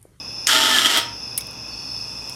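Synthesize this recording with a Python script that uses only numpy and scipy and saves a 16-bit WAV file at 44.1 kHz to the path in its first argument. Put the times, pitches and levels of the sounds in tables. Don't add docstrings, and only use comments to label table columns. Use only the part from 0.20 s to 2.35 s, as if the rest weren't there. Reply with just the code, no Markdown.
import sys
import numpy as np
from scipy import signal
from scipy.fft import rfft, irfft, next_fast_len
from scipy.io import wavfile
from scipy.ndimage import map_coordinates

SR = 44100
rng = np.random.default_rng(int(sys.argv[2]) if len(sys.argv) > 2 else 0)


def waveform_to_disk(signal):
    frames = np.transpose(np.atleast_2d(signal))
    scaled = np.clip(frames, -1, 1) * 32767
    samples = np.round(scaled).astype(np.int16)
    wavfile.write(sys.argv[1], SR, samples)


N = 94815


def amp(db):
    return 10 ** (np.asarray(db) / 20)


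def unit(x):
    return x / np.sqrt(np.mean(x ** 2) + 1e-20)


def along(points, hz):
    f, v = np.transpose(points)
    return np.interp(np.log(hz + 1), np.log(f + 1), v)


def clock():
    return np.arange(N) / SR


def curves(rows):
    s, *cols = np.transpose(rows)
    return [np.interp(clock(), s, c) for c in cols]


def wobble(rate):
    return map_coordinates(rng.standard_normal(2048), [clock() * rate], mode="wrap")


def filtered(x, response):
    m = next_fast_len(N + SR // 2)
    hz = np.fft.rfftfreq(m, 1 / SR)
    return irfft(rfft(x, m) * response(hz), m)[:N]


def coloured(x, spectrum):
    return unit(filtered(x, lambda f: amp(along(spectrum, f))))


def noise(spectrum):
    return coloured(rng.standard_normal(N), spectrum)


def decay(start_s, t60):
    age = np.maximum(clock() - start_s, 0)
    return (1 - np.exp(-age / 0.00036)) * amp(-60 * age / t60)


def bursts(events, t60):
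    return sum(amp(db) * decay(s, t60) for s, db in events)


def cluster(pitch_hz, width_hz):
    phase = 2 * np.pi * np.cumsum(pitch_hz * np.ones(N)) / SR
    lowpass = lambda f: 1 / np.sqrt(1 + (f / width_hz) ** 3.85)
    a, b = [filtered(rng.standard_normal(N), lowpass) for _ in range(2)]
    return unit(a * np.cos(phase) + b * np.sin(phase))


# (frequency [Hz], t60 [s])
YARD_DECAY = [(200, 0.18), (1000, 0.49), (3000, 0.34), (7000, 0.25), (14000, 0.19)]


def yard(x):
    hz, t, z = signal.stft(rng.standard_normal(SR // 2), SR, nperseg=256)
    fading = z * amp(-60 * t / along(YARD_DECAY, hz)[:, None])
    tail = signal.istft(fading, SR, nperseg=256)[1]
    delayed = np.pad(tail, (SR // 200, 0))
    return signal.fftconvolve(x, delayed / np.linalg.norm(tail))[:N]


# (time [s], speed [turns per second])
SHAFT_SPEED = [(.27, 114), (.32, 124), (.365, 129), (.45, 128), (.54, 126), (.61, 120), (.7, 117),
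               (.8, 113)]
STARTER_WET_DB = -8


def starter():
    speed, = curves(SHAFT_SPEED)
    turns = np.cumsum(speed) / SR
    rattle = clack() + bite() + grind(turns) + release()
    return rattle + amp(STARTER_WET_DB) * yard(rattle) + whine(turns) + singing()


# (time [s], level [dB])
CLACK_HITS = [(0.2694, -8.5), (0.2702, -14.5), (0.275, -24)]
# (frequency [Hz], relative level [dB])
CLACK_SPECTRUM = [(200, -15), (1000, -16), (1900, 6.5), (2800, 3), (4000, 2), (5500, 8), (8000, 0.5),
                  (12000, -9), (16000, -18)]


def clack():
    return noise(CLACK_SPECTRUM) * bursts(CLACK_HITS, t60=0.021)


# (frequency [Hz], relative level [dB])
BITE_SPECTRUM = [(700, -43), (1100, -11), (1300, 4), (1600, 1), (2200, -10), (3000, -18), (5000, -5),
                 (8000, -16.5), (14000, -37)]
BITE_S, BITE_LENGTH_S, BITE_DB = .2935, 0.0074, -16.5


def bite():
    shape = np.exp(-((clock() - BITE_S) / BITE_LENGTH_S) ** 4 / 2)
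    return noise(BITE_SPECTRUM) * amp(BITE_DB) * shape


START_S, STOP_S, RELEASE_S = .272, 0.7886, 0.028


def running():
    t = clock()
    return (t > START_S) * np.exp(-np.maximum(t - STOP_S, 0) / RELEASE_S)


TEETH, JITTER_S = 14, .00012
TOOTH_SCATTER_DB, ONCE_A_TURN_DB, SCRAPE_DB = 5, -0.5, -5
SPREAD_S = 0.00057


def tooth_force(turns):
    t = clock()
    hits = t[1:][np.diff(np.floor(turns * TEETH)) > 0]
    late, size, push = rng.standard_normal((4096, 3))[:len(hits)].T
    at = np.clip((hits + JITTER_S * late) * SR, 0, N - 1).astype(int)
    strength = np.sign(push) * amp(TOOTH_SCATTER_DB * np.minimum(size, 2))
    impacts = np.bincount(at, strength, N)
    paths = rng.standard_normal(N) * np.exp(-t / SPREAD_S)
    spread = unit(irfft(rfft(impacts) * np.exp(1j * np.angle(rfft(paths))), N))
    scrape = amp(SCRAPE_DB) * rng.standard_normal(N)
    return (spread + scrape) * amp(ONCE_A_TURN_DB * np.cos(2 * np.pi * turns))


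# (frequency [Hz], width [Hz], relative level [dB])
CASE_RESONANCES = [(760, 14, -11), (1295, 28, -2), (1398, 28, -4), (1600, 30, -8), (1775, 35, -8),
                   (1965, 55, -6), (3070, 70, -1), (3215, 80, 1), (3362, 55, -2), (3545, 45, -4),
                   (3865, 35, -5), (5660, 65, -8), (7340, 55, -12)]


def case_response(f):
    return sum(amp(db) * 1j * f * w / (c * c - f * f + 1j * f * w) for c, w, db in CASE_RESONANCES)


# (time [s], level [dB])
GRIND_FORCE = [(.275, -24), (.283, -22.5), (.291, -17), (.31, -18.5), (.355, -17), (.395, -20.5),
               (.46, -19), (.53, -21), (.55, -18.5), (.58, -18), (.605, -22.5), (.64, -21), (.659, -15.5),
               (.685, -23.5), (.71, -18.5), (.73, -22.5), (.753, -16.5), (.78, -18.5), (.815, -21.5)]
# (time [s], low body [dB], treble [dB])
GRIND_BALANCE = [(.275, -17, 2.5), (.292, -17, -9), (.36, -12.5, -9), (.46, -12, -9), (.57, -12.5, -8),
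                 (.66, -13, -8.5), (.72, -12, -8), (.755, -9.5, -10.5), (.78, -6.5, -12), (.82, -17, -23)]
# (time [s], boost to the ring and rasp drive [dB])
TOOTH_CATCHES = [(0.3247, 8.5), (.3505, -3), (.5435, 6), (0.5857, 11.5), (0.6198, 10), (0.6495, 12),
                 (0.6582, 9), (0.6634, 0), (0.756, 1), (0.7832, 7)]
# (frequency [Hz], relative level [dB])
CASE_LOW_SPECTRUM = [(60, -70), (150, -47), (215, -27), (250, 1), (290, 1.5), (390, 3), (520, -8.5),
                     (650, 2), (850, -5.5), (1100, -11.5), (2000, -63)]
CASE_MID_SPECTRUM = [(600, -61), (900, -10.5), (1130, -10.5), (1260, 1), (1600, -4.5), (2000, -1.5),
                     (2450, -6.5), (2850, -4), (3200, -11), (3700, -3.5), (4400, -3), (5700, -5.5),
                     (7000, -25.5), (10000, -45)]
CASE_TOP_SPECTRUM = [(4000, -40), (6500, -1.5), (7500, 1.5), (10000, -5), (13000, -6), (14500, -28),
                     (16000, -33)]
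# (frequency [Hz], relative level [dB])
RASP_SPECTRUM = [(2300, -45), (2800, -7), (3100, 0), (3330, 0), (3620, -6), (4400, -45)]
CATCH_S = 0.0016
MID_DB, LOW_DB, TREBLE_DB, RING_DB, RASP_DB = -4, -4, -1.5, -10, -9
FLUTTER_DB, FLUTTER_PER_S = 3.5, 170


def grind(turns):
    t = clock()
    force = tooth_force(turns)
    mid = amp(curves(GRIND_FORCE)[0]) * running()
    low, top = [mid * amp(db) for db in curves(GRIND_BALANCE)]
    catches = amp(sum(db * np.exp(-((t - s) / CATCH_S) ** 2) for s, db in TOOTH_CATCHES))
    ring = unit(filtered(force * catches * mid, case_response)) * np.sqrt(np.mean(mid ** 2))
    flutter = amp(FLUTTER_DB * np.tanh(wobble(FLUTTER_PER_S)))
    rasp = mid * catches * flutter * coloured(force, RASP_SPECTRUM)
    body = amp(MID_DB) * mid * coloured(force, CASE_MID_SPECTRUM)
    body += amp(LOW_DB) * low * coloured(force, CASE_LOW_SPECTRUM)
    body += amp(TREBLE_DB) * top * coloured(force, CASE_TOP_SPECTRUM)
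    return body + amp(RING_DB) * ring + amp(RASP_DB) * rasp


def partials(rows, turns):
    total = 0
    for multiple, db in rows:
        phase = 2 * np.pi * round(multiple) * turns + 0.26 * wobble(60.2)
        total = total + amp(db + 1.8 * wobble(21.4)) * np.sin(phase)
    return total


# (time [s], hum level [dB], low partials level [dB], tooth-mesh partials level [dB])
WHINE_LEVELS = [(.28, -53, -72, -50), (.33, -40, -35.5, -30), (.42, -38.5, -30.5, -31),
                (.51, -35, -32, -28.5), (.57, -35.5, -38, -19.5), (.62, -38, -56, -37), (.7, -42, -42, -46),
                (.82, -52, -68, -60)]
# (multiple of shaft speed, relative level [dB])
LOW_PARTIALS = [(3, -16), (5, -3.5), (7, 2), (10, -1), (11, -2)]
# (multiple of shaft speed, relative level [dB])
MESH_PARTIALS = [(14, 0), (25, -4.5), (28, -12)]


def whine(turns):
    hum_db, low_db, mesh_db = curves(WHINE_LEVELS)
    hum = amp(hum_db) * partials([(2, 0)], turns)
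    low = amp(low_db) * partials(LOW_PARTIALS, turns)
    mesh = amp(mesh_db) * partials(MESH_PARTIALS, turns)
    return (hum + low + mesh) * running()


# (time [s], level [dB])
RELEASE_HITS = [(0.7723, -15.5), (0.7804, -23), (0.785, -34)]
# (frequency [Hz], relative level [dB])
RELEASE_SPECTRUM = [(2000, -30), (3200, 8.5), (5000, -12), (8000, 4), (12000, -6), (16000, -7)]


def release():
    return noise(RELEASE_SPECTRUM) * bursts(RELEASE_HITS, t60=0.037)


# (time [s], level before the wobble [dB])
SINGING_LEVEL = [(.66, -50), (.735, -31.5), (.785, -32.5), (.83, -37), (.92, -41), (1.0, -62.5)]
SINGING_HZ = 938


def singing():
    s, db = np.transpose(SINGING_LEVEL)
    level_db = np.interp(clock(), s, db, left=-120, right=-120)
    phase = 2 * np.pi * SINGING_HZ * clock() + 0.26 * wobble(30)
    return amp(level_db + 2.06 * wobble(44.7)) * np.sin(phase)


# (time [s], bright crack level [dB], plastic body level [dB])
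CONTACTS = [(1.1764, -15, -35), (1.178, -12.5, -28), (1.1828, -27, -36), (1.208, -29, -29),
            (1.2693, -36.5, -56), (1.3095, -39, -56), (1.331, -44, -58), (1.512, -55, -60),
            (2.0952, -35, -34), (2.0965, -43, -46)]
# (frequency [Hz], relative level [dB])
CRACK_SPECTRUM = [(500, -36), (1700, -26), (2300, -16), (3500, -11), (6000, -12), (8500, -2), (10500, 0),
                  (12500, 1), (16000, -8)]
KNOCK_SPECTRUM = [(900, -16), (1800, -19), (2250, -13), (2900, -2), (4200, -3), (6500, -1), (9000, -10),
                  (16000, -30)]
# (frequency [Hz], relative level [dB], t60 [s])
SWITCH_RESONANCES = [(2266, -23, .08), (8355, -16, .04), (9991, -4, .042), (10570, -4, .015)]
SWITCH_BLUR_HZ = 130
CLICK_RING_DB, CLICK_WET_DB = -3, -19


def clicks():
    crack_hits = [(s, db) for s, db, _ in CONTACTS]
    knock_hits = [(s, db) for s, _, db in CONTACTS]
    crack = noise(CRACK_SPECTRUM) * bursts(crack_hits, t60=.015)
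    knock = noise(KNOCK_SPECTRUM) * bursts(knock_hits, t60=.022)
    ring = sum(amp(level) * cluster(hz, SWITCH_BLUR_HZ) * bursts(crack_hits, t60)
               for hz, level, t60 in SWITCH_RESONANCES)
    direct = crack + knock + amp(CLICK_RING_DB) * ring
    return direct + amp(CLICK_WET_DB) * yard(direct)


# (pitch [Hz], half width [Hz], level [dB])
CHORUS_VOICES = [(2566, 80, -47.5), (2757, 97, -53.5), (3493, 90, -53), (5340, 334, -44.5),
                 (5920, 380, -49)]
# (time [s], pitch [Hz], level [dB])
NEAR_TRILL = [(0, 5180, -37.5), (.12, 5230, -33), (.25, 5300, -30.5), (.85, 5220, -36.5), (1.08, 5178, -33),
              (1.3, 5203, -38.5), (1.55, 5248, -35), (1.76, 5237, -31.5), (1.95, 5220, -33.5),
              (2.15, 5260, -35.5)]
# (time [s], level [dB])
JOINER_LEVEL = [(1.42, -82), (1.52, -46), (1.66, -47.5), (1.79, -49), (1.9, -59), (2.04, -71)]
# (pitch [Hz], half width [Hz], relative level [dB])
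JOINER_VOICES = [(4416, 27, -2.2), (4570, 56, 0.33)]
TRILL_WIDTH_HZ, OVERTONE_DB = 140, -23.5


def insects():
    chorus = sum(amp(db) * cluster(hz, width) for hz, width, db in CHORUS_VOICES)
    pitch, level_db = curves(NEAR_TRILL)
    overtone = amp(OVERTONE_DB) * cluster(2 * pitch, 2 * TRILL_WIDTH_HZ)
    trill = amp(level_db) * (cluster(pitch, TRILL_WIDTH_HZ) + overtone)
    joiner_tones = sum(amp(db) * cluster(hz, width) for hz, width, db in JOINER_VOICES)
    return chorus + trill + amp(curves(JOINER_LEVEL)[0]) * joiner_tones


# (frequency [Hz], relative level [dB])
AIR_SPECTRUM = [(20, -29), (38, -26), (58, 1.5), (80, -11), (110, 3.5), (150, -7.5), (250, -5),
                (380, -12.5), (520, -10), (680, -13.5), (900, -9.5), (1500, -18), (2200, -23.5),
                (4000, -27), (8000, -32.5), (11000, -30.5), (16000, -41)]
# (time [s], level [dB])
HISS_LEVEL = [(1.35, -75), (1.6, -59), (1.8, -56), (2.05, -54.5), (2.15, -48)]
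# (frequency [Hz], relative level [dB])
HISS_SPECTRUM = [(4000, -11), (7500, 2), (8300, 3), (11500, -3), (16000, -19)]
AIR_DB = -42.5


def background():
    rumble = amp(AIR_DB) * noise(AIR_SPECTRUM)
    hiss = amp(curves(HISS_LEVEL)[0]) * noise(HISS_SPECTRUM)
    return rumble + hiss


def scene():
    return (starter() + clicks() + insects() + background())[None]


CEILING, KNEE, TOP_HZ = .72, 10, 16000


def record(dry):
    rounded = dry / (1 + np.abs(dry / CEILING) ** KNEE) ** (1 / KNEE)
    return np.array([filtered(channel, lambda f: f < TOP_HZ) for channel in rounded])


dry = scene()
out = record(dry)
waveform_to_disk(out)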